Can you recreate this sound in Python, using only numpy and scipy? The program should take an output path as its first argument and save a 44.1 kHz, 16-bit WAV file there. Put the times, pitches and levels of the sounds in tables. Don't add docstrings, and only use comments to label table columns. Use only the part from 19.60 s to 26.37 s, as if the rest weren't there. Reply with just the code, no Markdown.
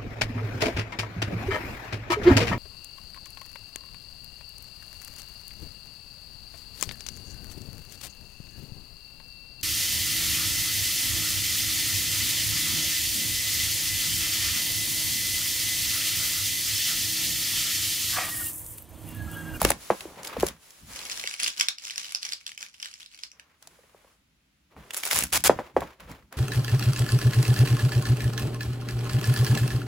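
import sys
import numpy as np
from scipy import signal
from scipy.fft import rfft, irfft, next_fast_len
from scipy.io import wavfile

SR = 44100
rng = np.random.default_rng(int(sys.argv[2]) if len(sys.argv) > 2 else 0)


def convert_level_to_amplitude(level_db):
    exponent = np.asarray(level_db, float) / 20
    return 10 ** exponent


def waveform_to_disk(signal):
    frames = np.transpose(np.atleast_2d(signal))
    scaled = np.clip(frames, -1, 1) * 32767
    samples = np.round(scaled).astype(np.int16)
    wavfile.write(sys.argv[1], SR, samples)


N = 298557


# start in seconds, end in seconds, level in dB.
FAST_RIPS = [(5.721, 5.779, -22), (5.841, 5.882, -18.5)]
# start in seconds, hold in seconds, level in dB.
SLOW_TUGS = [(0, .11, -30.5), (.645, 0.038, -37), (.8, .09, -36), (5.335, 0.075, -35), (5.43, 0.025, -33.5),
             (5.465, 0.045, -31), (5.512, 0.023, -22.5), (5.557, 0.03, -21.5), (5.605, 0.015, -27),
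             (5.637, 0.0045, -27), (5.66, .05, -47.5), (5.778, .03, -37.5)]
# frequency in Hz, level in dB.
PEEL_COLOUR = [(150, -7.5), (500, 4.5), (2200, 6.5), (3700, 4), (6000, 4.5), (10000, 5.5), (15600, 0),
               (16500, -14.5)]


def peeling():
    tug = swells(SLOW_TUGS, rise=1999.5, fall=902.5)
    threads = scatter(tug, rate=400, spread_db=3.5, centre_hz=5500, octaves=2.5)
    slow = [snaps(threads, PEEL_COLOUR, rise=0.000093, life=0.00077, octaves=2.9, gain_db=2.5)
            for _ in range(2)]
    crackling = crackle(rate=5200, spread_db=0.0, life=0.00041, smooth=0.33)
    fast = unit(coloured(pair(crackling, alike=0.61), PEEL_COLOUR))
    t = np.arange(N) / SR
    pull = np.zeros(N)
    for start, end, db in FAST_RIPS:
        fade_in = np.clip((t - start) / 0.0077, 0, 1)
        fade_out = np.clip((end - t) / 0.0038, 0, 1)
        pull += convert_level_to_amplitude(db) * fade_in * fade_out
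    slow_peel = tug * (pair(slow, alike=0.2) + convert_level_to_amplitude(-9) * fast)
    return slow_peel + pull * fast


# time in seconds, relative level in dB, centre pitch in Hz.
SHORT_TICKS = [(0.0154, -10, 13820), (0.0273, -15, 14980), (0.0483, -2.5, 2120), (0.0907, -19, 2970),
               (0.1027, -3.5, 9530), (0.1164, -12.5, 2000), (0.4065, -20.5, 2670), (0.6311, -28, 5875),
               (0.6486, -23, 3360), (0.6711, -22.5, 4674), (0.7986, -20, 4047), (0.8064, -20.5, 3620),
               (0.8659, -16, 6860), (0.8844, -19, 3264), (1.1054, -35, 5964), (4.0243, -35.5, 4800),
               (4.0721, -30.5, 5595), (5.3063, -20.5, 2605), (5.3348, -21, 10020), (5.3438, -19, 10710),
               (5.3657, -18, 9840), (5.3702, -16.5, 11300), (5.376, -16, 9990), (5.4341, -13, 2540),
               (5.4515, -13, 15090), (5.5101, -9, 2090), (5.5443, -12.5, 10130), (5.5578, -11, 9730),
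               (5.5874, -6.5, 9250), (5.6234, -12.5, 2427), (5.6361, -10.5, 9300), (5.7256, -17.5, 2440),
               (5.8386, -5.5, 10420), (6.2053, -27, 1830), (6.4029, -33.5, 2277), (6.4967, -37.5, 952),
               (6.5141, -31.5, 1149), (6.7251, -28.5, 1124)]


def ticks():
    sides = [snaps(SHORT_TICKS, PEEL_COLOUR, rise=0.0003, life=0.0026, octaves=0.45, gain_db=-1.0)
             for _ in range(2)]
    return pair(sides, alike=0.43)


# time in seconds, relative level in dB, centre pitch in Hz.
STRIP_CREASES = [(1.3592, -24, 1974), (1.4589, -29, 2953), (1.5178, -21, 4790), (1.638, -19.5, 2000),
                 (1.6634, -24.5, 2858), (1.6733, -15.5, 2758), (1.7386, -20, 2580), (1.823, -20, 5700),
                 (1.8432, -13.5, 5500), (1.9021, -24.5, 5380), (1.9985, -12, 5223), (2.009, -5, 2632),
                 (2.0842, -6.5, 4435), (2.1829, -24.5, 5780), (2.2505, -21.5, 5600), (2.2979, -24, 2980),
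                 (2.3068, -20, 4500), (2.358, -23.5, 5914), (2.3787, -15.5, 5500), (2.4441, -24, 2700),
                 (2.5477, -9.5, 5240), (2.6291, -17.5, 3546), (2.6501, -21.5, 5660), (2.6892, -20, 5220),
                 (2.721, -17, 4620), (2.733, -16, 4660), (2.8646, -18, 3760), (2.8768, -28.5, 3240),
                 (2.9764, -23, 2594), (3.0094, -28, 5980), (3.027, -21, 2530), (3.1995, -28, 5800),
                 (3.227, -18.5, 2830), (3.2455, -24.5, 5310), (3.2564, -23, 3250), (3.339, -26, 6100),
                 (3.46, -31, 4330), (3.545, -32.5, 4525), (3.6344, -17.5, 5130), (3.7157, -33, 5900),
                 (3.796, -32, 1800)]
# start in seconds, hold in seconds, level in dB.
FIST_SQUEEZES = [(1.33, 0.13, -43), (1.515, 0.012, -31.5), (1.57, 0.17, -39.5), (1.81, 0.071, -30),
                 (1.985, 0.02, -31.5), (2.23, 0.05, -41.5), (2.36, 0.16, -42), (2.62, 0.095, -44),
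                 (2.81, 0.021, -56), (2.9, 0.024, -50), (3.01, 0.026, -41), (3.145, 0.0097, -55),
                 (3.2, 0.13, -54), (3.4, 0.023, -46.5), (3.525, 0.1, -55)]
# frequency in Hz, level in dB.
STRIP_COLOUR = [(150, -36), (600, -20), (1200, -9.5), (2100, -6.5), (2800, -3.5), (3800, -6), (5500, -2.5),
                (8000, -9.5), (14000, -21.5), (16000, -25.5)]
# frequency in Hz, level in dB.
SKIN_COLOUR = [(2000, -5.5), (5000, -6.5), (10000, -6.5), (16500, -14.5)]


def crumpling():
    settling = [(s, 0, db - 29.5) for s, db, _ in STRIP_CREASES]
    grip = swells(FIST_SQUEEZES, rise=692.5, fall=318.5) + swells(settling, rise=6002.5, fall=399.5)
    folds = scatter(grip, rate=400, spread_db=4.0, centre_hz=4250, octaves=1.3)
    faces = []
    for _ in range(2):
        rustle = snaps(folds, STRIP_COLOUR, rise=0.00028, life=0.0012, octaves=0.14, gain_db=3.5)
        fingers = convert_level_to_amplitude(-12) * unit(coloured(rng.standard_normal(N), SKIN_COLOUR))
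        faces.append(grip * (rustle + fingers))
    creases = snaps(STRIP_CREASES, STRIP_COLOUR, rise=0.00015, life=0.0012, octaves=0.23, gain_db=1)
    far, near = pair(faces, alike=0.39) + creases

    def to_left(hz):
        low = 1 / (1 + (hz / 900) ** 4)
        lag = 17 / SR
        return convert_level_to_amplitude(-10.5 * low) * np.exp(-1.9j * low - 2j * np.pi * hz * lag)

    return np.array([filtered(far, to_left), near])


# time in seconds, relative level in dB, pitch factor,
# and ring time in seconds (the decay to about a third).
BENCH_KNOCKS = [(0.015, -9.5, 1.39, 0.0015), (0.049, -6.5, 0.76, 0.0018), (0.103, -11.5, 1.26, 0.0017),
                (0.3016, -2.5, 1.11, 0.0015), (0.453, -33, 0.86, 0.0047), (0.765, -27, 1.21, 0.0054),
                (0.83, -11, 0.96, 0.0038), (1.64, -38.5, 1.08, 0.0026), (4.071, -44, 1.73, 0.0024),
                (4.187, -55.5, 1.25, 0.0077), (4.237, -59, 1.07, 0.005), (4.345, -45, 1.08, 0.003),
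                (4.444, -53.5, 1.22, 0.0044), (5.164, -29.5, 1.3, 0.00081), (5.8945, 0.5, 0.98, 0.002),
                (5.988, -9.5, 1.05, 0.00085), (6.1643, -5.5, 1, 0.0021), (6.218, -13, 1, 0.00092)]


def knocks():
    tones, blows = np.zeros(N + SR), np.zeros(N + SR)
    t = np.arange(SR // 4) / SR
    for s, db, pitch, ring in BENCH_KNOCKS:
        cycles = pitch * (380 * t + 1.25 * (1 - np.exp(-t / .001)))
        swell = (1 - np.exp(-t / .0009)) ** 2 * np.exp(-t / ring)
        shell = convert_level_to_amplitude(-4) * np.exp(-t / 0.00071) * np.sin(2 * np.pi * pitch * 1630 * t)
        start = round((s + 0.00097) * SR)
        tones[start:][:len(t)] += convert_level_to_amplitude(db + 9) * swell * (np.sin(2 * np.pi * cycles) + shell)
        blows[start:][:len(t)] += convert_level_to_amplitude(db - 6) * (1 - np.exp(-t / 0.0023)) * convert_level_to_amplitude(-60 * t / 0.096)
    noise = pair(rng.standard_normal((2, N)), alike=1.0)
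    return tones[:N] + filtered(blows[:N] * noise, wing)


# frequency in Hz, width in Hz, level in dB.
FOAM_RESONANCES = [(316, 330, 6.5), (600, 270, 9), (900, 280, 5.5), (2000, 1800, -18)]


def wing(hz):
    total = 0
    for k, (centre, width, db) in enumerate(FOAM_RESONANCES):
        resonance = 1j * hz * width / (centre * centre - hz * hz + 1j * hz * width)
        total = total + (-1) ** k * convert_level_to_amplitude(db) * resonance
    return total


# start in seconds, hold in seconds, body level in dB, and how far the scuff lies above it in dB.
BODY_STROKES = [(0, 0.13, -48.5, -4), (0.402, 0.14, -51, -7.5), (0.578, 0.08, -47.5, -1.5),
                (0.69, 0.18, -50.5, 6.5), (1.302, .2, -60.5, 8), (3.73, 0.22, -77.5, 10.5),
                (4.024, 0.493, -71.5, 5), (5.113, 0.023, -64.5, 0.5), (5.177, 0.13, -57.5, 0.5),
                (5.902, 0.16, -51.5, 0), (6.201, 0.08, -51, 0.5), (6.403, 0.03, -55.5, 4),
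                (6.494, 0.025, -49.5, 1), (6.728, .05, -49.5, 0.5)]
# frequency in Hz, level in dB.
SCUFF_COLOUR = [(350, -25), (490, -10.5), (750, -15), (1070, -6.5), (1350, -9.5), (2200, -11.5),
                (3300, -17), (8000, -28.5)]


def strokes():
    rubbing = crackle(rate=60, spread_db=1.2, life=0.01, smooth=2.5)
    body = unit(filtered(pair(rubbing, alike=0.92), wing))
    scraping = crackle(rate=130, spread_db=3, life=0.005, smooth=1.8)
    scuff = unit(coloured(pair(scraping, alike=0.5), SCUFF_COLOUR))
    body_rows = [(s, hold, db) for s, hold, db, _ in BODY_STROKES]
    scuff_rows = [(s, hold, db + over) for s, hold, db, over in BODY_STROKES]
    body_gain = swells(body_rows, rise=1200.5, fall=187)
    scuff_gain = swells(scuff_rows, rise=1200.5, fall=187)
    return body_gain * body + scuff_gain * scuff


# start in seconds, hold in seconds, level in dB.
SKIN_BRUSHES = [(0, .1, -45), (.22, 0.21, -46), (.5, 0.41, -57.5), (1.03, 0.18, -54.5), (1.3, 0.32, -45.5),
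                (4.025, 0.093, -64.5), (4.15, 0.38, -67), (5.25, 0.081, -62.5), (6.2, 0.034, -60.5)]


def brushing():
    skin = unit(coloured(pair(rng.standard_normal((2, N)), alike=0.23), SKIN_COLOUR))
    return swells(SKIN_BRUSHES, rise=298.5, fall=176) * skin


# start in seconds, hold in seconds, level in dB.
LOW_RUMBLES = [(.045, 0.022, -25.5), (.42, 0.24, -60), (.78, 0.071, -34), (1.23, 0.12, -53.5),
               (4.05, 1.05, -72.5), (5.175, 0.029, -48), (5.55, .1, -42), (5.74, 0.067, -41.5),
               (5.88, 0.064, -38), (6.17, 0.05, -44), (6.425, 0.033, -50), (6.51, 0.033, -48.5),
               (6.64, 0.035, -57.5)]
# frequency in Hz, level in dB.
RUMBLE_COLOUR = [(33, -30.5), (50, -3), (74, -4.5), (105, -10), (170, -9), (300, -14.5), (500, -45.5)]


def rumbling():
    shaking = crackle(rate=32, spread_db=1.5, life=0.012, smooth=1.5)
    rumble = unit(coloured(pair(shaking, alike=0.96), RUMBLE_COLOUR))
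    return swells(LOW_RUMBLES, rise=698, fall=226.5) * rumble


# frequency in Hz, time to fall by 60 dB in seconds.
ROOM_DECAY = [(200, 0.12), (1500, 0.19), (6000, 0.19), (14000, 0.071)]


def room(x):
    hz, t, z = signal.stft(rng.standard_normal((2, SR // 3)), SR, nperseg=256)
    decay = convert_level_to_amplitude(-60 * t / along(ROOM_DECAY, hz)[:, None])
    tail = signal.istft(z * decay, SR, nperseg=256)[1]
    tail = tail / np.linalg.norm(tail[0])
    late = np.pad(x, (130, 0))[None]
    return signal.fftconvolve(late, tail, axes=1)[:, :N]


def background_hum():
    noise = pair(rng.standard_normal((2, N)), alike=0.86)
    return convert_level_to_amplitude(-74.5) * unit(coloured(noise, RUMBLE_COLOUR))


# frequency in Hz, level in dB.
HISS_COLOUR = [(100, -41.5), (300, -2), (800, -5.5), (2500, -1.5), (15000, -17)]


def background_hiss():
    return convert_level_to_amplitude(-71.5) * unit(coloured(rng.standard_normal((2, N)), HISS_COLOUR))


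def crackle(rate, spread_db, life, smooth):
    fired = rng.random(N) < rate / SR
    sizes = fired * convert_level_to_amplitude(np.minimum(spread_db * rng.exponential(size=N), 24))
    bursts = signal.lfilter([1], [1, -np.exp(-1 / (life * SR))], sizes)
    return (unit(bursts) + smooth) * rng.standard_normal((2, N))


def snaps(rows, spectrum, rise, life, octaves, gain_db):
    out = np.zeros(N + 1024)
    t = np.arange(1024) / SR - .004
    hz = np.fft.rfftfreq(1024, 1 / SR)
    shape = np.exp(-np.abs(t) / np.where(t > 0, life, rise))
    colour = convert_level_to_amplitude(along(spectrum, hz))
    for (s, db, centre_hz), noise in zip(rows, rng.standard_normal((len(rows), 1024))):
        lean = 0.55 + np.exp(-.5 * (np.log2((hz + 1) / centre_hz) / octaves) ** 2)
        burst = irfft(rfft(noise * shape) * lean * colour)
        start = round(s * SR)
        out[start:start + 1024] += convert_level_to_amplitude(db + gain_db) * burst / np.abs(burst).max()
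    return out[round(.003 * SR):][:N]


def scatter(gain, rate, spread_db, centre_hz, octaves):
    u = rng.random((round(600 * N / SR), 4))
    audible = gain[(u[:, 0] * N).astype(int)] > convert_level_to_amplitude(-72)
    u = u[(u[:, 3] < rate / 600) & audible]
    times = u[:, 0] * N / SR
    levels = -spread_db * np.log(u[:, 1] + 0.015)
    centres = centre_hz * 2 ** (octaves * (2 * u[:, 2] - 1))
    return list(zip(times, levels, centres))


def swells(rows, rise, fall):
    t = np.arange(0, N / SR + .002, .001)
    gain = np.zeros(len(t))
    for s, hold, db in rows:
        before = np.maximum(s - t, 0)
        after = np.maximum(t - s - hold, 0)
        gain += convert_level_to_amplitude(db - rise * before - fall * after)
    return np.interp(np.arange(N) / SR, t, gain)


def pair(noise, alike):
    turn = np.arccos(np.clip(alike, -1, 1)) / 2
    return np.cos(turn) * noise[0] + np.sin(turn) * noise[1] * np.array([[1], [-1]])


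def unit(x):
    return x / np.sqrt(np.mean(x ** 2) + 1e-20)


def along(points, hz):
    f, v = np.transpose(points)
    return np.interp(np.log(hz + 1), np.log(f + 1), v)


def filtered(x, response):
    m = next_fast_len(N + SR // 2)
    return irfft(rfft(x, m) * response(np.fft.rfftfreq(m, 1 / SR)), m)[..., :N]


def coloured(x, spectrum):
    return filtered(x, lambda hz: convert_level_to_amplitude(along(spectrum, hz)))


def scene():
    tape, strip, blows = peeling() + ticks(), crumpling(), knocks()
    handling = strokes() + brushing() + rumbling()
    answer = room(convert_level_to_amplitude(-15) * tape[0] + convert_level_to_amplitude(-9) * strip[1] + convert_level_to_amplitude(-14) * blows[0])
    return tape + strip + blows + handling + answer + background_hum() + background_hiss()


def top_cut(x):
    return signal.sosfilt(signal.butter(12, 16790, fs=SR, output="sos"), x)


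def record(dry):
    left, right = filtered(dry, lambda hz: 1 / (1 + (hz / 16300) ** 60))

    def share(hz):
        return .97 / (1 + (7800 / (hz + 1)) ** 16) / (1 + (hz / 14800) ** 30)

    lag = 12.8 / SR
    own = filtered(left, lambda hz: np.sqrt(1 - share(hz) ** 2))
    copy = filtered(right, lambda hz: share(hz) * np.exp(-2j * np.pi * hz * lag))
    x = np.array([own + copy, right])
    mix = x / (1 + np.abs(x) ** 8) ** (1 / 8)
    return top_cut(mix)


dry = scene()
out = record(dry)
waveform_to_disk(out)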